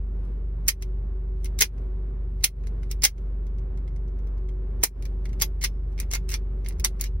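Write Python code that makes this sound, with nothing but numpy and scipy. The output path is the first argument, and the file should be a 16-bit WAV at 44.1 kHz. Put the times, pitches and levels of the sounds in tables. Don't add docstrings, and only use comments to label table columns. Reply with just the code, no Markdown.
import sys
import numpy as np
from scipy import signal
from scipy.fft import rfft, irfft
from scipy.io import wavfile
from scipy.ndimage import uniform_filter1d, minimum_filter1d

SR = 44100
rng = np.random.default_rng(int(sys.argv[2]) if len(sys.argv) > 2 else 0)


def waveform_to_disk(signal):
    frames = np.transpose(np.atleast_2d(signal))
    scaled = np.clip(frames, -1, 1) * 32767
    samples = np.round(scaled).astype(np.int16)
    wavfile.write(sys.argv[1], SR, samples)


N = 317520
HIT_SIZE = 4608
SIDES = np.array([[1], [-1]])

# fall in seconds, level in dB, brightness in dB, thump in the grip in dB,
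# trip of the sear in dB, rebound after in seconds, rebound level in dB, rebound brightness in dB.
HAMMER_FALLS = [(0.6825, -4, 10, 4, -15.5, 0.0051, -3.5, -0.5), (1.6109, -1.5, 5, 5, -3.5, .0094, 3, -2),
                (2.4408, 1, 3, 4, -11.5, .0044, -3.5, 10.5), (3.0393, 2, 4.5, -0.5, -5.5, 0.011, 2.5, -1.5),
                (4.8345, -4, -1, 14.5, -17.5, .0028, 1, 13.5)]
# knock in seconds, level in dB, brightness in dB, hollow body in dB,
# ping in dB, sear earlier by seconds, sear level in dB.
ACTION_STOPS = [(5.4197, -10.5, 3, 3, -8.5, 0.0053, -18), (5.6452, -13.5, -1.5, -12, -33, 0.0053, -10.5),
                (6.1525, -22, -7, -2.5, -37, 0.017, -14), (6.3401, -18.5, -4, -13, -22, .0214, -25),
                (6.8464, -10, 4.5, 4.5, -25, 0.0042, -21.5)]
# start in seconds, level in dB, brightness in dB.
CLICKS = [(0.2509, -59, -3), (0.8235, -27, -8.5), (1.4452, -31, 7), (1.457, -30, -7), (1.78, -50, -21.5),
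          (2.409, -48, -11), (2.638, -49.5, -32), (2.6706, -38, -9.5), (2.832, -42, -24),
          (2.9134, -21.5, 4), (3.18, -47, -15.5), (5.0241, -37, -3), (5.054, -33, -5.5),
          (5.2553, -33.5, -18), (5.2912, -44, -19), (5.3305, -41.5, -13.5), (5.926, -55.5, -11),
          (6.0009, -21.5, 5), (6.6621, -32.5, -22), (6.6866, -32.5, 22.5), (6.7977, -29, 2),
          (7.0109, -20, 17), (7.0403, -24, 4)]
# start in seconds, end in seconds,
# sliding level at the end in dB, chatter level in dB, chatter brightness in dB.
ACTION_PULLS = [(0.672, 0.682, -37, -53, -6), (1.5897, 1.607, -32, -19, 5),
                (2.43, 2.439, -39.5, -49, -11.5), (3.0217, 3.035, -34, -21.5, -2),
                (4.817, 4.831, -45.5, -62, -8), (5.4008, 5.417, -35.5, -28.5, -7),
                (5.616, 5.64, -29.5, -27, -7), (5.9789, 6.036, -53.5, -36, -23),
                (6.1138, 6.15, -29, -23, -3), (6.2914, 6.339, -36, -25, 2), (6.647, 6.73, -68, -40, -18.5),
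                (6.998, 7.069, -45, -35, -15)]
# pitch in Hz, level in dB, T60 in seconds.
FRAME_MODES = [(1940, -24.5, .06), (2061, -23.5, .055), (2129, -16.5, 0.062), (2206, -22.5, 0.035),
               (2353, -25.5, 0.08), (2763, -26, .07), (3210, -27.5, 0.03), (3520, -29.5, 0.049),
               (4110, -23, .045), (4690, -26.5, .06), (5320, -20.5, 0.052), (5660, -24, .045),
               (5800, -20.5, 0.056), (5990, -17.5, 0.047), (6530, -21, 0.046), (9260, -24, 0.078),
               (9820, -23.5, 0.066), (12900, -29, .07)]


def undb(db):
    return 10 ** (np.asarray(db) / 20)


def fade(t, t60):
    return np.exp(-np.log(1000) * t / t60)


def freqs(size):
    return np.maximum(np.fft.rfftfreq(size, 1 / SR), 1)


def over_hz(points, hz):
    at, value = np.transpose(points)
    return np.interp(np.log(hz), np.log(at), value)


def walk(rate):
    k = int(SR / rate)
    steps = np.repeat(rng.standard_normal(N // k + 1), k)
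    return np.sqrt(2) * uniform_filter1d(uniform_filter1d(steps, k), k)[:N]


def add(out, s, sound):
    start = int(s * SR)
    out[:, start:start + sound.shape[1]] += sound[:, :N - start]


def cabin(flicker_db=0.94):
    # frequency in Hz, level in dB per Hz.
    air_colour = [(20, -76.5), (55, -60.5), (90, -65.5), (135, -68.5), (200, -71.5), (310, -78.5),
                  (400, -74.5), (500, -81.5), (700, -88), (1100, -91.5), (2200, -103), (4200, -118),
                  (7000, -130), (10000, -128), (16000, -142)]
    # frequency in Hz, coherence from 0 to 1.
    side_likeness = [(60, 0.89), (130, 0.99), (290, 0.92), (640, 0), (1400, 0)]
    hz = freqs(N)
    alike = np.clip(over_hz(side_likeness, hz), 0, 1)
    mid, side = rfft(rng.standard_normal((2, N))) * undb(over_hz(air_colour, hz)) * np.sqrt(SR / 4)
    pan_db = over_hz([(200, 0.5), (380, -5.5), (700, 1), (1290, 3.5), (2400, -2), (8000, 1)], hz)
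    stereo = mid * np.sqrt(1 + alike) + SIDES * side * np.sqrt(1 - alike)
    air = irfft(stereo * undb(SIDES * pan_db / 2), N)
    return air * undb(flicker_db * walk(9.7))


def blower(blade_hz=374.9, level_db=-54, pan_db=-3, waver=.002, flutter_db=2.4):
    angle = 2 * np.pi * np.cumsum(blade_hz * (1 + waver * walk(6))) / SR
    return np.sqrt(2) * np.sin(angle) * undb(level_db + flutter_db * walk(8.2) + SIDES * pan_db / 2)


def engine(wobble_db=2.5, jitter=0.54, firing_wobble_db=.3):
    # multiple of the crank rate, mean level in dB RMS.
    crank_orders = [(1, -55.5), (2, -27.5), (3, -42), (4, -51), (5, -49), (6, -55), (7, -56.5), (8, -60.5),
                    (9, -67)]
    firing_hz, hunt_hz, hunts_per_s = 47.85, .22, 2.2
    crank = np.pi * np.cumsum(firing_hz + hunt_hz * walk(hunts_per_s)) / SR
    out = 0
    for order, db in crank_orders:
        unsteady_db, drift = (firing_wobble_db, 0) if order == 2 else (wobble_db, jitter)
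        angle = order * crank + 2 * np.pi * rng.random() + drift * walk(8.3)
        out = out + np.sqrt(2) * undb(db + unsteady_db * walk(12)) * np.sin(angle)
    return out


def rustle(catch_db=1.14, rest_db=-82, work_db=-73.5, reach_s=.09):
    # frequency in Hz, relative level in dB.
    skin_colour = [(800, -13), (2200, 8), (5500, -1.5), (7500, -9.5), (10000, 1), (13000, -13.5),
                   (16000, -19)]
    t, effort = np.arange(N) / SR, np.zeros(N)
    for s, *_ in [*HAMMER_FALLS, *ACTION_STOPS, *CLICKS]:
        effort = np.maximum(effort, 1 / (1 + ((t - s) / reach_s) ** 2))
    hiss = irfft(rfft(rng.standard_normal((2, N))) * undb(over_hz(skin_colour, freqs(N))), N)
    level_db = rest_db + (work_db - rest_db) * effort + catch_db * walk(120)
    return hiss / hiss.std() * undb(level_db)


def hand(t60=0.16):
    # start in seconds, pitch in Hz, level before the envelope in dB.
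    grip_bumps = [(6.777, 65.5, -16), (7.146, 71.7, -16.5)]
    out, t = np.zeros((2, N)), np.arange(SR // 2) / SR
    for s, hz, db in grip_bumps:
        envelope = fade(t, t60) * (1 - fade(t, 0.055))
        add(out, s, undb(db) * (np.sin(2 * np.pi * hz * t) * envelope)[None])
    return out


def ringing(modes, t, detune=0.0018, scatter_db=3):
    hz, db, t60 = np.transpose(modes)
    hz = hz * (1 + detune * rng.standard_normal(len(hz)))
    poles = np.exp((2j * np.pi * hz - np.log(1000) / t60) / SR)
    size = undb(db + scatter_db * rng.standard_normal((2, len(hz))))
    phased = size * np.exp(2j * np.pi * rng.random((2, len(hz))))
    spirals = np.cumprod(np.repeat(poles[:, None], len(t), axis=1), axis=1)
    return np.einsum("cm,mt->ct", phased, spirals).imag


def mainspring(split_hz=45, pitch_hz=5300, t60_s=0.81):
    # start in seconds, level of each mode before scatter in dB.
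    spring_jolts = [(4.838, -75), (5.645, -80), (6.152, -79)]
    out, t = np.zeros((2, N)), np.arange(SR) / SR
    for s, db in spring_jolts:
        modes = [(hz, db, t60_s) for hz in (pitch_hz - split_hz, pitch_hz, pitch_hz + split_hz)]
        add(out, s, ringing(modes, t))
    return out


def patches(hz, width_hz, depth_db):
    knots = np.arange(0, SR / 2, width_hz)
    gain = undb(depth_db * np.interp(hz, knots, rng.standard_normal(len(knots))))
    return gain / np.sqrt(np.mean(gain ** 2))


def at_ports(spectrum, hz, lag_s=.000152):
    late = np.exp(-2j * np.pi * lag_s * np.maximum(hz - 3500, 0))
    return spectrum * np.array([np.ones(len(hz)), late])


def blow(modes, bright_db, crack_t60, modes_db, ring_db, ring_t60, body_db):
    # frequency in Hz, relative level in dB.
    crack_colour = [(150, -18), (400, -10.5), (700, -17.5), (1300, -12.5), (2100, -2), (3200, -11.5),
                    (4700, -3), (6000, 5.5), (7500, 0), (10000, -3), (13000, -3), (15500, -1)]
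    # frequency in Hz, relative level in dB.
    ring_colour = [(150, -15), (400, -8), (700, -11.5), (1500, -5.5), (2100, 5.5), (3200, 2), (4800, 3),
                   (5900, 5.5), (7500, -6), (10000, -1), (13000, -4), (15500, -4.5)]
    # frequency in Hz, left minus right in dB.
    gun_place = [(500, -3.5), (1100, -6.5), (2100, -1), (3000, -1), (4400, -5.5), (5800, 0.5),
                 (14000, -0.5)]
    size = HIT_SIZE + HIT_SIZE // 3
    t, hz = np.arange(HIT_SIZE) / SR, freqs(size)
    favoured = patches(freqs(HIT_SIZE), width_hz=130, depth_db=5)
    noise = irfft(rfft(rng.standard_normal((3, HIT_SIZE))) * favoured)
    contact = .7 * fade(t, crack_t60) + fade(t, .004)
    crack = at_ports(rfft(noise[0] * contact, size) * undb(over_hz(crack_colour, hz)), hz)
    ring_envelope = fade(t, ring_t60) * (1 - fade(t, 0.011))
    ring = rfft(noise[1:] * ring_envelope, size) * undb(ring_db + over_hz(ring_colour, hz))
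    ring = ring + undb(modes_db) * rfft(ringing(modes, t), size)
    tilt_db = bright_db * over_hz([(2000, -0.4), (5500, 0.1), (10000, 0.5), (15000, 0.7)], hz)
    thump_db = body_db * over_hz([(500, 0.91), (1800, 0.064)], hz)
    colour_db = thump_db + SIDES * over_hz(gun_place, hz) / 2
    hit = (crack * undb(tilt_db) + ring * undb(.6 * tilt_db)) * undb(colour_db)
    return irfft(hit)[:, :HIT_SIZE]


def sliding(swell_db=15, grain_db=5, slips_per_s=1800):
    take_up_s = .007
    lead_in_s, lead_in_db = 0.016, -23.5
    out = np.zeros((2, N))
    slides = [(start - take_up_s, end, db) for start, end, db, *_ in ACTION_PULLS]
    slides += [(s - lead_in_s, s, db + lead_in_db) for s, db, _ in CLICKS]
    for start, end, db in slides:
        count = int((end - start) * SR)
        chance, size = rng.random(count), rng.standard_normal(count)
        slips = (chance < slips_per_s / SR) * np.sign(size) * undb(grain_db * np.abs(size))
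        slips = slips / (slips.std() + 1e-9) * undb(db + np.linspace(-swell_db, 0, count))
        frame = blow(FRAME_MODES, bright_db=-7.5, crack_t60=0.019, modes_db=1,
                     ring_db=-7, ring_t60=0.067, body_db=-7.5)
        unit_frame = frame / np.sqrt((frame ** 2).sum() / 2)
        add(out, start, signal.fftconvolve(slips[None], unit_frame))
    return out


def sear_ticks():
    trip_lead_s, trip_bright_db = 0.0037, 7
    settle_s, settle_db, settle_bright_db = .032, -26, -15
    stop_bright_db = -4.5
    ticks = [(s - lead, sear_db, stop_bright_db) for s, *_, lead, sear_db in ACTION_STOPS]
    for s, *_, trip_db, after, rebound_db, _ in HAMMER_FALLS:
        ticks.append((s - trip_lead_s, trip_db, trip_bright_db))
        ticks.append((s + after + settle_s, rebound_db + settle_db, settle_bright_db))
    return ticks


def bouncing_ticks(bounce_s=0.0015, bounce_db=-9.5, bounce_bright_db=-10.5):
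    bounces = [(s + bounce_s, db + bounce_db, bright_db + bounce_bright_db) for s, db, bright_db in CLICKS]
    return [*CLICKS, *bounces]


def play_ticks(level_db=-46, fade_db_per_s=-5, bright_db=-13, scatter_db=2.6):
    play_ends = [3.467, 3.584, 3.775, 3.878, 3.963, 4.08, 4.189, 4.272, 4.379, 4.489]
    ticks = []
    for s, (hard, sharp) in zip(play_ends, rng.standard_normal((len(play_ends), 2))):
        db = level_db + fade_db_per_s * (s - play_ends[0]) + scatter_db * hard
        ticks.append((s, db, bright_db + 2 * scatter_db * sharp))
    return ticks


def pawl_ticks(count=8):
    gap_s, jitter_s = .0125, 0.0021
    skip_db, skip_bright_db, scatter_db = -3, -4, 2
    ticks = []
    for start, end, _, db, bright_db in ACTION_PULLS:
        ticks.append((start, db, bright_db))
        for k, (late, hard, sharp) in enumerate(rng.standard_normal((count, 3)), 1):
            s = start + k * gap_s
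            if s < end:
                skip_level_db = db + skip_db + scatter_db * hard
                ticks.append((s + jitter_s * late, skip_level_db, bright_db + skip_bright_db + 2 * scatter_db * sharp))
    return ticks


def linkage(gain_db=-2.0):
    out = np.zeros((2, N))
    for s, db, bright_db in sear_ticks() + bouncing_ticks() + play_ticks() + pawl_ticks():
        tick = blow(FRAME_MODES, bright_db, crack_t60=0.0088, modes_db=-1.5,
                    ring_db=-8, ring_t60=.062, body_db=1.5)
        add(out, s, undb(db + gain_db) * tick)
    return out


def action_stops():
    # pitch in Hz, level in dB, T60 in seconds.
    extra_modes = [(886, -24.5, 0.078), (1048, -23, 0.054), (1127, -23, 0.042), (1418, -27, 0.064),
                   (5800, -5, 0.041)]
    ping_hz, ping_t60_s = 12530, 0.08
    rock_s, rock_db, rock_bright_db = .0068, -11, -18.5
    out = np.zeros((2, N))
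    for stop, stop_db, stop_bright_db, hollow_db, ping_db, *_ in ACTION_STOPS:
        modes = [*FRAME_MODES, *extra_modes, (ping_hz, ping_db, ping_t60_s)]
        first = (stop, stop_db, stop_bright_db)
        rock = (stop + rock_s, stop_db + rock_db, stop_bright_db + rock_bright_db)
        for s, db, bright_db in [first, rock]:
            knock = blow(modes, bright_db, crack_t60=0.02, modes_db=-2.0,
                         ring_db=-6.0, ring_t60=0.074, body_db=hollow_db)
            add(out, s, undb(db) * knock)
    return out


def hammer():
    out = np.zeros((2, N))
    for fall, fall_db, fall_bright_db, thump_db, _, after, rebound_db, rebound_bright_db in HAMMER_FALLS:
        slam = (fall, fall_db, fall_bright_db)
        rebound = (fall + after, rebound_db, rebound_bright_db)
        for s, db, bright_db in [slam, rebound]:
            hit = blow(FRAME_MODES, bright_db, crack_t60=0.024, modes_db=1.0,
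                       ring_db=-6.5, ring_t60=0.07, body_db=thump_db)
            add(out, s, undb(db) * hit)
    return out


def scene():
    car = cabin() + blower() + engine()
    handling = rustle() + hand()
    action = mainspring() + sliding() + linkage() + action_stops() + hammer()
    return car + handling + action


def limiter(x, threshold_db=-16, slope=0.63, attack_s=0.0039, hold_s=0.093, release_s=0.028, bass_lag_s=0.0053):
    power = uniform_filter1d((x ** 2).mean(0), int(0.011 * SR))
    level_db = 10 * np.log10(np.maximum(power, 1e-12))
    cut_db = -slope * np.maximum(level_db - threshold_db, 0)
    hold = int(hold_s * SR)
    held_db = minimum_filter1d(cut_db, hold, origin=(hold - 1) // 2)
    pole = np.exp(-1 / (release_s * SR))
    released_db = signal.lfilter([1 - pole], [1, -pole], held_db)
    gain_db = uniform_filter1d(np.minimum(held_db, released_db), int(attack_s * SR))
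    late_db = np.interp(np.arange(N) - bass_lag_s * SR, np.arange(N), gain_db)
    bass = signal.sosfiltfilt(signal.butter(2, 250, fs=SR, output="sos"), x)
    return (x - bass) * undb(0.99 * gain_db) + bass * undb(late_db)


def record(dry):
    rounded = np.tanh(limiter(dry))
    to_edge = np.minimum(np.arange(N), np.arange(N)[::-1])
    ends = np.minimum(1, to_edge / (.004 * SR))
    top_cut = signal.ellip(10, .2, 70, 15800, fs=SR, output="sos")
    return signal.sosfilt(top_cut, rounded * ends)


dry = scene()
out = record(dry)
waveform_to_disk(out)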